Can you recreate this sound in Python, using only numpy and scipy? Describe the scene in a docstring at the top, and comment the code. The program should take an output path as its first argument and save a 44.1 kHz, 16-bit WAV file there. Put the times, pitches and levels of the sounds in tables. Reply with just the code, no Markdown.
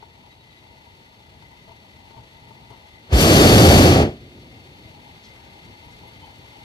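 """A soft knock and the fluttering hiss of pilot flames, beside a hot air balloon's basket in calm air.
The knocks are damped modes of a camera mount on a pole; faint rubs, squeaks and chirps come and go.
Near 3.1 s the burner lights with a low whump, as the first cloud of gas burns at once. For a second
turbulent combustion roars under the hiss of the gas jets; then the valve shuts, and a faint
rumble reverberates in the balloon overhead."""
import sys
import numpy as np
from scipy import signal
from scipy.fft import rfft, irfft
from scipy.io import wavfile
from scipy.ndimage import uniform_filter1d, minimum_filter1d

SR = 44100
rng = np.random.default_rng(int(sys.argv[2]) if len(sys.argv) > 2 else 0)


def master_out(mix):
    """Clip the mix to full scale and print it as 16-bit PCM to the path in sys.argv[1]."""
    frames = np.transpose(np.atleast_2d(mix))
    ceiling = np.clip(frames, -1, 1)
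    pcm = np.round(ceiling * 32767).astype(np.int16)
    wavfile.write(sys.argv[1], SR, pcm)


N = 292824
TIME = np.arange(N) / SR
FREQS = np.fft.rfftfreq(N, 1 / SR)
CRACK_S, WIDE_S, EASE_S, SHUT_S = 3.129, 3.21, 3.688, 4.027  # valve: cracked, wide, easing, let go
GROW_S = 0.14  # time constant of flame growth and nozzle warming


def from_db(db):
    """Amplitude ratio of a level."""
    return 10 ** (np.asarray(db) / 20)

def unit(x):
    """Normalisation to rms 1."""
    return x / np.sqrt(np.mean(abs(x) ** 2) + 1e-20)

def over_hz(table):
    """Columns of a table, interpolated in log frequency."""
    hz, *columns = np.transpose(table)
    return [np.interp(np.log(FREQS + 1), np.log(hz), column) for column in columns]

def ramp(start, end):
    """Linear rise from 0 to 1."""
    return np.clip((TIME - start) / (end - start), 0, 1)

def since(s):
    """Seconds after a moment, 0 before it."""
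    return np.maximum(TIME - s, 0)

def until(s):
    """Seconds before a moment, 0 after it."""
    return np.maximum(s - TIME, 0)

def arch(start, length):
    """Half-sine envelope."""
    return np.sin(np.pi * ramp(start, start + length))

def wobble(hz):
    """Random modulation: low-passed noise of rms 1."""
    return unit(irfft(rfft(rng.standard_normal(N)) / (1 + (FREQS / hz) ** 4), N))

def port_noise(spectrum, ports):
    """Partial coherence: coloured noise of rms 1 differs in level and phase at two microphone ports."""
    left, independent = rfft(rng.standard_normal((2, N)))
    side_db, coherence, lead = over_hz(ports)
    coherence = np.clip(coherence, 0, 1) / (1 + (FREQS / 6500) ** 8)
    right = (coherence * left + np.sqrt(1 - coherence ** 2) * independent) * np.exp(-1j * lead)
    shade = from_db(-side_db)
    pair = np.array([left, shade * right]) / np.hypot(1, shade)
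    return unit(irfft(pair * from_db(over_hz(spectrum)[0]), N))

def narrowband(hz, width):
    """Resonance: complex noise through three poles, each `width` Hz wide, shifted up to hz."""
    pole = np.exp(-np.pi * width / SR)
    noise = rng.standard_normal(N) + 1j * rng.standard_normal(N)
    envelope = unit(signal.lfilter([1], np.poly([pole] * 3), noise))
    return np.sqrt(2) * envelope * np.exp(2j * np.pi * np.cumsum(hz * np.ones(N)) / SR)

def placed(tone, left_db, right_db, lead):
    """Level and phase differences locate a complex tone; the left port leads by `lead` rad."""
    return np.array([from_db(left_db) * tone, from_db(right_db) * tone * np.exp(-1j * lead)]).real

def aftermath(settle_s=0.69):
    """Relaxation: a weight that builds to 1 during the blast, then settles to 0."""
    return ramp(CRACK_S, SHUT_S) * np.exp(-(since(SHUT_S) / settle_s) ** 2)


# Spectra of the pilot flames: f/Hz, relative level/dB
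PILOT_RUMBLE = [(15, -40), (25, -27), (41, -10), (65, -0.5), (110, 0.5), (187, -7), (239, -6.5),
                (718, -15.5), (760, -11.5), (990, -43), (1670, -120)]
PILOT_HISS = [(590, -33), (1000, -4), (1080, -10), (1170, -3.5), (1570, -8), (2050, -1.5), (2370, -1.5),
              (4390, -7), (5180, -13), (8150, -21), (14000, -24)]
# Their field at the ports: f/Hz, left minus right/dB, coherence before treble roll-off, left lead/rad
PILOT_PORTS = [(50, 3, 0.94, 0.5), (130, 2, 0.99, 0.32), (314, 1.4, 1, 0.6), (705, 3, 0.37, -0.8),
               (1090, 1.5, 0.38, -2), (1510, 1, 0.78, -4), (2660, 4.5, 0.69, -3), (3300, 2.3, 0.56, -2),
               (4120, -0.5, 0.24, 0.3), (4900, 4, 0.3, 2.5), (8500, 4.5, 1, -4), (12000, 4.3, 0.56, 7)]
# Broad peaks of the hiss: f/Hz, width/Hz, relative left and right level/dB, left lead/rad
PILOT_PEAKS = [(2790, 400, -63.5, -65.5, -2.9), (3500, 520, -61.5, -63.5, -2.3),
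               (4400, 380, -64.5, -66.5, .1)]

def pilot_flames(rumble_db=-53.5, hiss_db=-55.5, peaks_db=-3.5, swell_db=2.5):
    """Combustion noise: small flames hiss and flutter, and their rumble swells with the blast."""
    rumble = port_noise(PILOT_RUMBLE, PILOT_PORTS)
    rumble *= from_db(rumble_db + swell_db * aftermath() + 0.84 * wobble(10))
    hiss = port_noise(PILOT_HISS, PILOT_PORTS) * from_db(hiss_db + 0.92 * wobble(55))
    peaks = sum(placed(narrowband(hz, width), *port) for hz, width, *port in PILOT_PEAKS)
    return rumble + hiss + from_db(peaks_db) * peaks

# Resonances of the camera housing: f/Hz, width/Hz, relative left and right level/dB, left lead/rad
HOUSING_MODES = [(652, 65, -65.5, -65.5, 1), (822, 98, -57.5, -62, -1.75), (913, 148, -53.5, -69.5, 4)]

def housing_ring(gain_db=-3, dip_db=-10.5):
    """Cavity resonance: the housing rings along, weakest as the blast ends."""
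    ring = sum(placed(narrowband(hz, width), *port) for hz, width, *port in HOUSING_MODES)
    return ring * from_db(gain_db + dip_db * aftermath() + 2 * wobble(11))

def pilot_whistle(cold_hz=2020, heating_hz_per_s=65):
    """Resonant frequency rises with temperature: an airy note climbs as the blast heats the burner."""
    hz = cold_hz + heating_hz_per_s * (since(CRACK_S) - since(SHUT_S))
    note = placed(narrowband(hz, width=165), left_db=-59.5, right_db=-68, lead=3.2)
    return note * from_db(2.5 * wobble(12))

# Thin chirps: t/s, f/Hz, left level/dB
CHIRP_NOTES = [(.30, 3860, -62), (.375, 3850, -60), (.49, 3860, -58), (.56, 3840, -59), (.625, 3860, -68),
               (4.845, 3860, -62), (6.12, 3100, -55), (6.21, 3080, -54), (6.28, 3080, -62)]

def chirps(length_s=0.06):
    """Amplitude modulation of a narrow noise band: runs of notes, like birds far below."""
    starts, pitches, _ = np.transpose(CHIRP_NOTES)
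    envelope = sum(from_db(db) * arch(start, length_s) for start, _, db in CHIRP_NOTES)
    carrier = narrowband(np.interp(TIME, starts, pitches), width=150)
    return placed(carrier * envelope, left_db=0, right_db=-1, lead=1.7)

# Squeaks in the basket: t/s, left level/dB
SQUEAK_NOTES = [(5.84, -66), (5.94, -69), (6.065, -62)]

def squeaks(hz=11170, length_s=0.032):
    """Pulses of one narrow noise band are heard as faint, very high squeaks."""
    envelope = sum(from_db(db) * arch(start, length_s) for start, db in SQUEAK_NOTES)
    return placed(narrowband(hz, width=780) * envelope, left_db=0, right_db=-4, lead=1)

# Rubs in the basket: t/s, duration/s, f/Hz, width/Hz, left level/dB
BASKET_RUBS = [(2.69, .03, 8000, 11000, -65), (5.225, 0.055, 4430, 4000, -51),
               (5.277, .04, 5230, 4500, -59), (5.29, 0.27, 1714, 1300, -60.5),
               (5.64, 0.024, 6000, 7000, -61), (5.90, .04, 6380, 8000, -60), (6.21, 0.092, 887, 250, -48.5),
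               (6.373, .03, 9000, 8040, -66)]

def rubs():
    """Friction noise: brief brushes and scuffs as the passengers shift."""
    return sum(placed(narrowband(hz, width) * arch(start, length), db, db - 4, lead=0.87)
               for start, length, hz, width, db in BASKET_RUBS)

# Knocks: t/s, relative ring level/dB, thud level/dB, rattle time constant/s
MOUNT_KNOCKS = [(.026, -37, -64, 0.008), (1.423, -46, -48, .015), (1.679, -42, -48, 0.023),
                (1.709, -44.5, -42, 0.017), (2.107, -43, -61, 0.0051), (2.166, -39.5, -40, 0.041),
                (2.423, -66, -42.5, .015), (2.506, -43.5, -58, 0.025), (2.704, -38.5, -43, 0.035),
                (5.889, -58, -49, 0.008)]
# Modes of the mount: f/Hz, relative level/dB, T60/s, right minus left/dB
MOUNT_MODES = [(444, -6.5, 0.038, -10), (677, -9.5, 0.087, -10), (912, 3, 0.036, -23),
               (1300, -20, 0.017, -4), (2060, -16.5, 0.041, -7), (3040, -13, 0.0074, -1),
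               (4300, -14, 0.019, -1)]

def knocks(thud_hz=118, thud_t60=0.24, ring_gain_db=-3):
    """Modal response: each short rattle excites the mount's damped modes, over a thud of the pole."""
    t = np.arange(SR // 4) / SR
    response = sum(from_db([[db], [db + right_db]]) * from_db(-60 * t / t60) * np.sin(2 * np.pi * hz * t)
                   for hz, db, t60, right_db in MOUNT_MODES)
    thud = np.sin(2 * np.pi * thud_hz * t) * from_db(-60 * t / thud_t60)
    out = np.zeros((2, N + len(t)))
    for start, ring_db, thud_db, fade in MOUNT_KNOCKS:
        rattle = rng.standard_normal(len(t)) * np.exp(-t / fade)
        ring = signal.fftconvolve(rattle[None], response, axes=1)[:, :len(t)]
        ring /= ring[0, :SR // 50].std()  # the first 20 ms set the level
        onset = round(start * SR)
        out[:, onset:onset + len(t)] += from_db(ring_db + ring_gain_db) * ring + from_db(thud_db) * thud
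    return out[:, :N]

def balloon_reverb(blast, db=-33, t60=3.6, cutoff_hz=500):
    """Reverberation: the great fabric hollow overhead returns a faint, dull tail."""
    t = np.arange(2 * SR) / SR
    tail = rng.standard_normal(len(t)) * from_db(-60 * t / t60)
    lowpass = signal.butter(2, cutoff_hz, fs=SR, output="sos")
    response = signal.sosfilt(lowpass, tail / np.linalg.norm(tail))
    return from_db(db) * signal.fftconvolve(blast.mean(0), response)[:N]

def easing_db(eased_db=-7.5):
    """Throttling: the flow falls as the hand relaxes on the valve, slowly at first."""
    return eased_db * ramp(EASE_S, SHUT_S) ** 2

def flow_db(cracked_db=-4, open_db_per_s=720, shut_db_per_s=250):
    """The valve aperture sets the flow, in dB re wide open: it snaps on, widens, holds, eases, stops."""
    opening = cracked_db * (1 - ramp(CRACK_S, WIDE_S) ** 2) - open_db_per_s * until(CRACK_S)
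    return np.maximum(opening + easing_db() - shut_db_per_s * since(SHUT_S), -100)

def ignition(start_s=3.118, rise_s=0.026, first_hz=125, last_hz=42, glide_s=0.024, db=-6):
    """Thermal expansion: the first gas burns at once, a whump that drops in pitch as the fireball grows."""
    t = since(start_s)
    cycles = last_hz * t + (first_hz - last_hz) * glide_s * (1 - np.exp(-t / glide_s))
    swell = (t / rise_s * np.exp(1 - t / rise_s)) ** 2
    return from_db(db) * swell * np.sin(2 * np.pi * cycles)

# Spectrum of the gas jets: f/Hz, relative level/dB
JET_SPECTRUM = [(400, -50), (900, -6), (1150, 1.8), (1600, -1.5), (2400, -1), (2750, -1), (3400, -0.4),
                (3950, -7), (4450, -1), (5400, -6.5), (6500, -7.5), (8000, -13), (11000, -13), (14000, -15)]
# Field of jets and flame: f/Hz, left minus right/dB, coherence before treble roll-off, left lead/rad
BLAST_PORTS = [(60, -0.2, 1, 0.055), (328, -0.3, 1, 0.4), (790, 0, 0.92, 0.93), (940, -2.5, 1, 1.5),
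               (1530, 5.5, 0.66, 2.83), (2180, 4, 0.78, 2.73), (3410, 0.5, 0.78, 3.58),
               (3950, 1.5, 0.35, 5.8), (4330, -1.5, 0.88, 6.1), (5200, 7.5, 0.4, 7.7), (5700, 9, 0.5, 5.7),
               (6540, 7, 0.2, 8.2), (9000, 12.5, 0, 7.7), (12000, 15.5, 0.2, 6)]

def gas_jets(full_db=-14.5, cold_db=-5.5, spurt_db=4.5, pivot_hz=2000, top_hz=10500):
    """Jet noise: the nozzles hiss, weaker while cold and brightest in the first spurt."""
    hz, t, spectra = signal.stft(port_noise(JET_SPECTRUM, BLAST_PORTS), SR, nperseg=256)
    flow = flow_db()
    # the treble falls faster than the flow
    treble_db = np.maximum(1.4 * flow, -15) + spurt_db * arch(CRACK_S, length=0.13)
    treble_weight = np.maximum(np.log((hz + 1) / pivot_hz), 0) / np.log(top_hz / pivot_hz)
    tilt = from_db(treble_weight[:, None] * np.interp(t, TIME, treble_db))
    hiss = signal.istft(spectra * tilt, SR, nperseg=256)[1][:, :N]
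    level_db = full_db + flow + cold_db * np.exp(-since(CRACK_S) / GROW_S)
    sputter_db = 0.15 * wobble(220) + 0.1 * wobble(34)
    return hiss * from_db(level_db + sputter_db)

# Spectrum of the main flame: f/Hz, relative level/dB
FLAME_SPECTRUM = [(10, -45), (25, -27), (40, -22), (60, -5), (90, 0.0), (170, -4.5), (250, -6.5),
                  (340, -4.5), (470, -10.5), (600, -11), (790, -14), (950, -23), (1300, -62), (2500, -90)]

def flame(full_db=-7, small_db=-11, catch_db_per_s=787, die_db_per_s=248, linger_s=0.0071):
    """Turbulent combustion: a deep roar grows, flutters, shrinks with the gas flow and dies."""
    growth_db = small_db * np.exp(-since(CRACK_S) / GROW_S) - catch_db_per_s * until(CRACK_S)
    fading_db = 0.84 * easing_db() - die_db_per_s * since(SHUT_S + linger_s)
    roar = port_noise(FLAME_SPECTRUM, BLAST_PORTS)
    return roar * from_db(full_db + growth_db + fading_db + 0.96 * wobble(29))

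def scene(creep_db_per_s=0.7638):
    """Superposition: the blast and the small sounds, over a background that slowly grows louder."""
    blast = ignition() + flame() + gas_jets()
    reverb = balloon_reverb(blast)
    background = (pilot_flames() + housing_ring() + pilot_whistle()) * from_db(creep_db_per_s * TIME)
    return background + knocks() + rubs() + squeaks() + chirps() + reverb + blast

def record(dry, ceiling=0.95, cutoff_hz=14340):
    """Peak and band limiting: a fast gain dip holds the blast's peaks, then a low-pass follows."""
    allowed = np.minimum(1, ceiling / (abs(dry).max(0) + 1e-9))
    gain = uniform_filter1d(minimum_filter1d(allowed, size=120), size=120)
    lowpass = signal.firwin(801, cutoff_hz, window=("kaiser", 9), fs=SR)
    return signal.oaconvolve(dry * gain, lowpass[None], "same")


dry = scene()
out = record(dry)
master_out(out)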